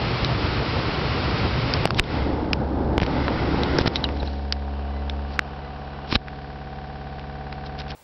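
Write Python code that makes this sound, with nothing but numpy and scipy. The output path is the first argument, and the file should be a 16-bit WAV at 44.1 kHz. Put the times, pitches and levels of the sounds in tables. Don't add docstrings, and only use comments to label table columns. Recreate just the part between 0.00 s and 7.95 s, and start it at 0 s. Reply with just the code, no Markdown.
import sys
import numpy as np
from scipy import signal
from scipy.fft import rfft, irfft, next_fast_len
from scipy.io import wavfile
from scipy.ndimage import uniform_filter1d, map_coordinates

SR = 44100
rng = np.random.default_rng(int(sys.argv[2]) if len(sys.argv) > 2 else 0)


def file_out(sig):
    cols = np.atleast_2d(sig).T
    lim = np.clip(cols, -1, 1)
    pcm = np.round(lim * 32767).astype(np.int16)
    wavfile.write(sys.argv[1], SR, pcm)


N = 350595

# t/s, nearness (0 seat, 1 dashboard)
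NEARNESS = [(1.8, 0.04), (2.25, 0.89), (5.17, 1), (5.45, 0.12), (6.3, 0)]
# t/s, rate/(turns/s)
CRANK_RATE = [(0, 17.6), (1.2, 17.6), (3.3, 17.4), (4.2, 17.48), (5, 17.56), (6.5, 17.57), (7.3, 17.61),
              (7.95, 17.62)]
# crank order, seat level/dB, dashboard level/dB
STRONG_ORDERS = [(3, -46, -45), (4, -42.5, -28.5), (8, -42.5, -44), (9, -55, -63), (12, -48, -40.5),
                 (13, -58, -57), (16, -53, -45.5), (20, -60, -56), (24, -54, -50), (26, -62, -52),
                 (28, -53, -53), (32, -60, -48), (34, -65, -52), (36, -53, -58), (38, -59, -66),
                 (40, -53, -47), (48, -60, -61), (52, -59, -52), (56, -61, -58), (60, -63, -63),
                 (64, -60, -65), (67, -63, -65), (84, -60, -61), (85, -63, -65), (88, -60, -61),
                 (111, -69, -78)]
# f/Hz, level/dB
BODY_RESPONSE = [(20, -58), (120, -61), (330, -63), (480, -62), (600, -67), (760, -68), (900, -63),
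                 (1100, -63), (1300, -69), (1600, -66), (2050, -71), (2600, -73), (3300, -83), (5000, -95)]
# t/s, level/dB
TONE_GAIN = [(3.3, -3), (4.25, 0), (4.6, -1), (5.2, 0), (6.6, 0.5), (7.95, 2.5)]
# t/s, level/dB
WHISTLE_SWELLS = [(4.58, -58), (4.97, -52.5), (5.66, -55), (5.95, -58)]
# firmest t/s, rise/s, level/dB
FINGER_RUBS = [(1.99, 0.01, -16), (3.04, 0.024, -33), (3.813, 0.013, -22), (3.878, 0.0065, -12.5),
               (3.964, 0.018, -26.5), (4.28, 0.28, -41.5), (5.345, .04, -38.5), (6.127, 0.02, -24),
               (6.158, 0.0078, -12.5), (7.668, 0.01, -35), (7.804, 0.011, -30), (7.908, 0.011, -31.5)]
# t/s, half-width/s, f/Hz, level/dB
FINGER_SQUEAKS = [(3.96, 0.0043, 4230, -23.5), (3.969, 0.0055, 3890, -29), (4.044, 0.0033, 3900, -19.5),
                  (4.05, 0.0093, 2940, -27.5), (4.204, 0.0049, 4000, -32), (4.276, 0.001, 3940, -25.5)]
# t/s, level/dB, thud f/Hz, knock over thud/dB
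CASE_BUMPS = [(1.854, -4.5, 144, 0), (1.999, -7, 26.7, -23), (2.979, -9, 67.3, -3.5),
              (3.019, -4.5, 99.6, -12), (3.03, -7.5, 54.7, -15), (3.282, -9, 280, -7), (3.787, -9, 235, -1),
              (3.811, -6, 61.9, -18), (3.858, -4.5, 149.7, -5.5), (3.876, -3.5, 82, -15),
              (4.229, -17.5, 67, 1.5), (5.391, -15.5, 139.2, -2), (6.125, -15, 89, 1),
              (6.151, -11.5, 221, -6), (6.159, -7.5, 45.3, -15)]
# start/s, end/s, tick level/dB
FUMBLE_SPELLS = [(1.864, 2.093, -16), (2.998, 3.071, -15.5), (3.794, 3.889, -13.5), (4.148, 4.351, -28),
                 (7.781, 7.918, -26)]
# t/s, level/dB, ring f/Hz
PLASTIC_CLICKS = [(0.246, -8.5, 3920), (1.737, -6.5, 4800), (1.8541, -2, 2335), (1.874, -10, 1610),
                  (1.9055, -3.5, 1650), (1.9953, 2.5, 2770), (2.5311, -7, 2630), (2.5311, -9, 4900),
                  (2.9791, -6.5, 1200), (3.0003, -10, 1500), (3.031, -8, 1820), (3.28, -10, 1425),
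                  (3.6333, -10, 3800), (3.785, -5, 5300), (3.8632, -7.5, 1890), (3.8744, -9, 4180),
                  (3.9573, -2, 3980), (4.0406, -9, 3850), (4.0886, -19.5, 1500), (4.5233, -6, 4680),
                  (5.0966, -13.5, 3580), (5.3913, -1, 1590), (6.1245, -8, 1950), (6.1539, -3.5, 3900),
                  (6.1589, -8, 1700), (6.2824, -22, 1900), (7.1942, -28, 2750), (7.5262, -21, 2180)]
# f/Hz, level/dB
CLATTER_SPECTRUM = [(30, -3), (140, -9), (330, -5.5), (470, -6), (570, -14.5), (760, -2), (900, -13.5),
                    (1250, -23.5), (1550, -18.5), (2100, -27), (3000, -19), (4500, -20.5), (5600, -26)]
# f/Hz, level/dB
SWISH_SPECTRUM = [(200, -5.5), (500, 3), (950, 3.5), (1300, -1), (1500, -5), (2100, -32), (2450, -10.5),
                  (3000, -7.5), (3600, -33), (5500, -27)]
# f/Hz, level/dB
RUB_SPECTRUM = [(200, 0.5), (800, -5.5), (2500, -1), (4200, 0.5), (6000, -5.5)]
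# f/Hz, level/dB
ROAR_AT_SEAT = [(20, -18.5), (45, -9), (65, 3), (90, -1.5), (125, 3.5), (200, -7), (330, -8.5),
                (500, -10.5), (800, -14.5), (1200, -23), (2500, -43)]
ROAR_AT_DASH = [(20, -10), (55, 1), (130, -0.5), (200, -3.5), (290, 1.5), (400, -5), (520, -6),
                (660, -12.5), (850, -7), (1050, -16.5), (1500, -23), (2200, -35), (5000, -62)]
# f/Hz, level/dB
HISS_AT_SEAT = [(300, -21), (700, -5.5), (1050, 5.5), (1400, 4.5), (1650, 1), (2000, 2), (2400, 1.5),
                (2900, 0.5), (3500, -2.5), (4300, -2), (5200, -5), (6000, -14.5)]
HISS_AT_DASH = [(300, -12.5), (700, -11.5), (1100, 4.5), (1450, 7), (1720, -1.5), (2030, 5.5), (2350, -2),
                (2850, -3), (3500, -3), (4300, -6.5), (5200, -7.5), (6000, -14)]


def amp(db):
    return 10 ** (np.asarray(db) / 20)


def unit(x):
    return x / np.sqrt(np.mean(x ** 2) + 1e-20)


def along(points, hz):
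    f, v = np.transpose(points)
    return np.interp(np.log(hz + 1), np.log(f + 1), v)


def curve(points):
    return np.interp(np.arange(N) / SR, *np.transpose(points))


def wobble(rate_hz):
    coarse = np.arange(0, N + 64, 64)
    knots = rng.standard_normal(int(N * rate_hz / SR) + 4)
    return np.interp(np.arange(N), coarse, map_coordinates(knots, [coarse * rate_hz / SR]))


def filtered(x, response):
    m = next_fast_len(N + 8192)
    return irfft(rfft(x, m) * response(np.fft.rfftfreq(m, 1 / SR)), m)[:N]


def noise(spectrum):
    return unit(filtered(rng.standard_normal(N), lambda hz: amp(along(spectrum, hz))))


def add(track, at_s, sound):
    part = track[max(round(at_s * SR), 0):][:len(sound)]
    part += sound[:len(part)]


def whistle(hz=2000, octave_db=-5, swell_s=0.06):
    t = np.arange(N) / SR
    phase = 2 * np.pi * hz * t + 1.7 * wobble(25)
    level = sum(amp(db) * np.exp(-np.abs(t - at_s) / swell_s) for at_s, db in WHISTLE_SWELLS)
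    return level * np.sqrt(2) * (np.sin(phase) + amp(octave_db) * np.sin(2 * phase))


def swish(level_db=-43.5, start_s=4.45, rise_s=0.35, end_s=6.2, fall_s=0.095, flutter_db=1):
    t = np.arange(N) / SR
    fade = np.clip(np.minimum((t - start_s) / rise_s, (end_s - t) / fall_s), 0, 1)
    return fade * amp(level_db + flutter_db * wobble(4.1)) * noise(SWISH_SPECTRUM)


def crank_harmonics(turns, orders, levels_db, phases, size=16384):
    lines = np.zeros(size // 2 + 1, complex)
    lines[orders] = amp(levels_db) * np.exp(2j * np.pi * phases) * size / np.sqrt(2)
    return np.interp(turns % 1 * size, np.arange(size), irfft(lines), period=size)


def hum(turns, ticking, strong_db=0.62, weak_db=0.9):
    near = curve(NEARNESS)
    orders, seat_db, dash_db = np.transpose(STRONG_ORDERS)
    orders = np.round(orders).astype(int)
    phases = rng.random(len(orders))
    seat = crank_harmonics(turns, orders, seat_db, phases)
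    dash = crank_harmonics(turns, orders, dash_db, phases)
    strong = (1 - near) * seat + near * dash
    rest = np.setdiff1d(np.arange(1, 280), orders)
    pattern_db = np.array([0, -6, -4, -5])[rest % 4]
    rest_db = along(BODY_RESPONSE, rest * CRANK_RATE[-1][1]) + pattern_db
    rest_db += 2 * rng.standard_normal(len(rest))
    weak = crank_harmonics(turns, rest, rest_db, rng.random(len(rest)))
    return amp(strong_db) * strong + amp(weak_db) * ticking * weak


def belt_whine(turns, level_db=-44, ripple_rad=1.08, tug_depth=0.3, order=43):
    shaft_rad = 2 * np.pi * turns
    tug = 1 + tug_depth * np.cos(2 * shaft_rad)
    return amp(level_db) * unit(tug * np.sin(order * shaft_rad + ripple_rad * np.sin(shaft_rad)))


def engine(clatter_db=-44.5, tick_db=3, firing_db=1.5, uneven=0.2):
    turns = np.cumsum(curve(CRANK_RATE)) / SR + 0.0008 * wobble(6)
    beat_db = tick_db * np.cos(2 * np.pi * 4 * turns) + firing_db * np.cos(2 * np.pi * 2 * turns)
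    ticking = unit(amp(beat_db * (1 + uneven * wobble(35))))
    tones = hum(turns, ticking) + belt_whine(turns)
    clatter = amp(clatter_db) * np.sqrt(ticking) * noise(CLATTER_SPECTRUM)
    return amp(curve(TONE_GAIN)) * tones + clatter


def squeaks(fall_hz=130, rough_rad=1.0):
    out, t = np.zeros(N), np.arange(SR // 10) / SR
    for at_s, half_width_s, hz, db in FINGER_SQUEAKS:
        offset = (t - t.mean()) / half_width_s
        phase = 2 * np.pi * np.cumsum(hz - fall_hz * offset) / SR + rough_rad * wobble(698)[:len(t)]
        add(out, at_s - t.mean(), amp(db) * np.exp(-offset ** 2) * np.sin(phase))
    return out


def rubs(grain_db=4, release_ratio=0.44):
    pressure, t = np.zeros(N), np.arange(N) / SR
    for at_s, rise_s, db in FINGER_RUBS:
        tau_s = rise_s * np.where(t < at_s, 1, release_ratio)
        pressure += amp(db) * np.exp(-np.abs(t - at_s) / tau_s)
    return pressure * unit(noise(RUB_SPECTRUM) * amp(grain_db * np.tanh(wobble(500))))


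def bumps(level_db=1, decay_cycles=0.36, shell_t60_s=0.017, delay_s=0.00091):
    out, t = np.zeros(N), np.arange(SR // 8) / SR
    shell = signal.butter(2, [220, 900], "bandpass", fs=SR, output="sos")
    for at_s, db, hz, knock_db in CASE_BUMPS:
        attack = 1 - np.exp(-t / 0.0001)
        push = attack * np.cos(2 * np.pi * hz * t) * np.exp(-t * hz / decay_cycles)
        knock = signal.sosfilt(shell, rng.standard_normal(len(t)) * amp(-60 * t / shell_t60_s))
        knock *= amp(knock_db) / np.abs(knock).max()
        add(out, at_s + delay_s, amp(db + level_db) * (knock - push))
    return out


def click(hz, t, crack_gain, ring_share, grind_db=-19, grind_s=0.0006):
    after_s = np.maximum(t, 0)
    t60_s = 0.012 * (hz / 3000) ** 0.8
    band = signal.butter(2, [700, min(2.3 * hz, 7000)], "bandpass", fs=SR, output="sos")
    grit = unit(signal.sosfilt(band, rng.standard_normal(len(t))))
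    grind = amp(grind_db) * grit * np.exp(-np.abs(t) / grind_s) * (t <= 0)
    crack = crack_gain * grit * amp(-60 * after_s / t60_s) * (t > 0)
    ring = np.sin(2 * np.pi * hz * after_s) * amp(-60 * after_s / (ring_share * t60_s))
    snap = signal.sosfilt(band, ring) + crack
    return grind + snap / np.abs(snap).max()


def rattles(ring_hz=3300, spread_db=2, count=4):
    for start_s, end_s, db in FUMBLE_SPELLS:
        for i, (late, size, pitch) in enumerate(rng.random((count, 3))):
            at_s = start_s + (end_s - start_s) * (i + late) / count
            yield at_s, db + spread_db * (2 * size - 1), ring_hz * 2 ** (pitch - 0.5)


def clicks(level_db=1, delay_s=0.001, lead_s=0.01):
    out, t = np.zeros(N), np.arange(SR // 16) / SR - lead_s
    for at_s, db, hz in PLASTIC_CLICKS:
        snap = click(hz, t, crack_gain=0.31, ring_share=0.35)
        add(out, at_s + delay_s - lead_s, amp(db + level_db) * snap)
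    for at_s, db, hz in rattles():
        add(out, at_s - lead_s, amp(db) * click(hz, t, crack_gain=0.56, ring_share=0.34))
    return out


def flap(t, shut_s=2.122, shut_db_per_s=42, open_s=3.03, ajar_db=-4, ease_s=0.65):
    shutting_db = -shut_db_per_s * np.maximum(t - shut_s, 0)
    opening_db = ajar_db * np.clip(1 - (t - open_s) / ease_s, 0, 1)
    return amp(np.where(t < open_s, shutting_db, opening_db))


def hiss_dip(t, at_s=1.966, half_width_s=0.081, depth_db=-13):
    return amp(depth_db * np.exp(-((t - at_s) / half_width_s) ** 2))


def blower(off_s=3.835, coast_s=0.74, open_boost_db=2, roar_flutter_db=1, hiss_flutter_db=0.55):
    t = np.arange(N) / SR
    near = np.clip(curve(NEARNESS), 0, 1)
    seat, dash = np.sqrt(1 - near), np.sqrt(near)
    duct = seat * amp(-26) * noise(ROAR_AT_SEAT) + dash * amp(-25.5) * noise(ROAR_AT_DASH)
    slats = seat * amp(-30) * noise(HISS_AT_SEAT) + dash * amp(-32.5) * noise(HISS_AT_DASH)
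    opening = flap(t)
    roar = amp(open_boost_db * opening + roar_flutter_db * wobble(22.11)) * duct
    hiss = opening * hiss_dip(t) * amp(hiss_flutter_db * wobble(16)) * slats
    fan_speed = np.clip(1 - (t - off_s) / coast_s, 0, 1)
    return fan_speed ** 1.53 * roar + fan_speed ** 3.9 * hiss


def scene():
    foreground = clicks() + bumps() + rubs() + squeaks()
    return (foreground + swish() + engine() + blower() + whistle())[None]


def gain_control(x, threshold_db=-17, slope=1.09, recover_db_per_s=55, window_s=0.0082, lag_s=0.0055):
    t = np.arange(N) / SR
    power = np.abs(uniform_filter1d(x * x, int(window_s * SR)))
    over_db = slope * np.maximum(10 * np.log10(power + 1e-12) - threshold_db, 0)
    cut_db = np.maximum.accumulate(over_db + recover_db_per_s * t) - recover_db_per_s * t
    return x * amp(-np.interp(t - lag_s, t, cut_db))


def record(dry, mic_hz=5555, ceiling=0.72, top_hz=15500):
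    narrow = filtered(dry[0], lambda hz: 1 / np.sqrt(1 + (hz / mic_hz) ** 56))
    clipped = np.clip(gain_control(narrow), -ceiling, ceiling)
    return filtered(clipped, lambda hz: hz < top_hz)[None]


dry = scene()
out = record(dry)
file_out(out)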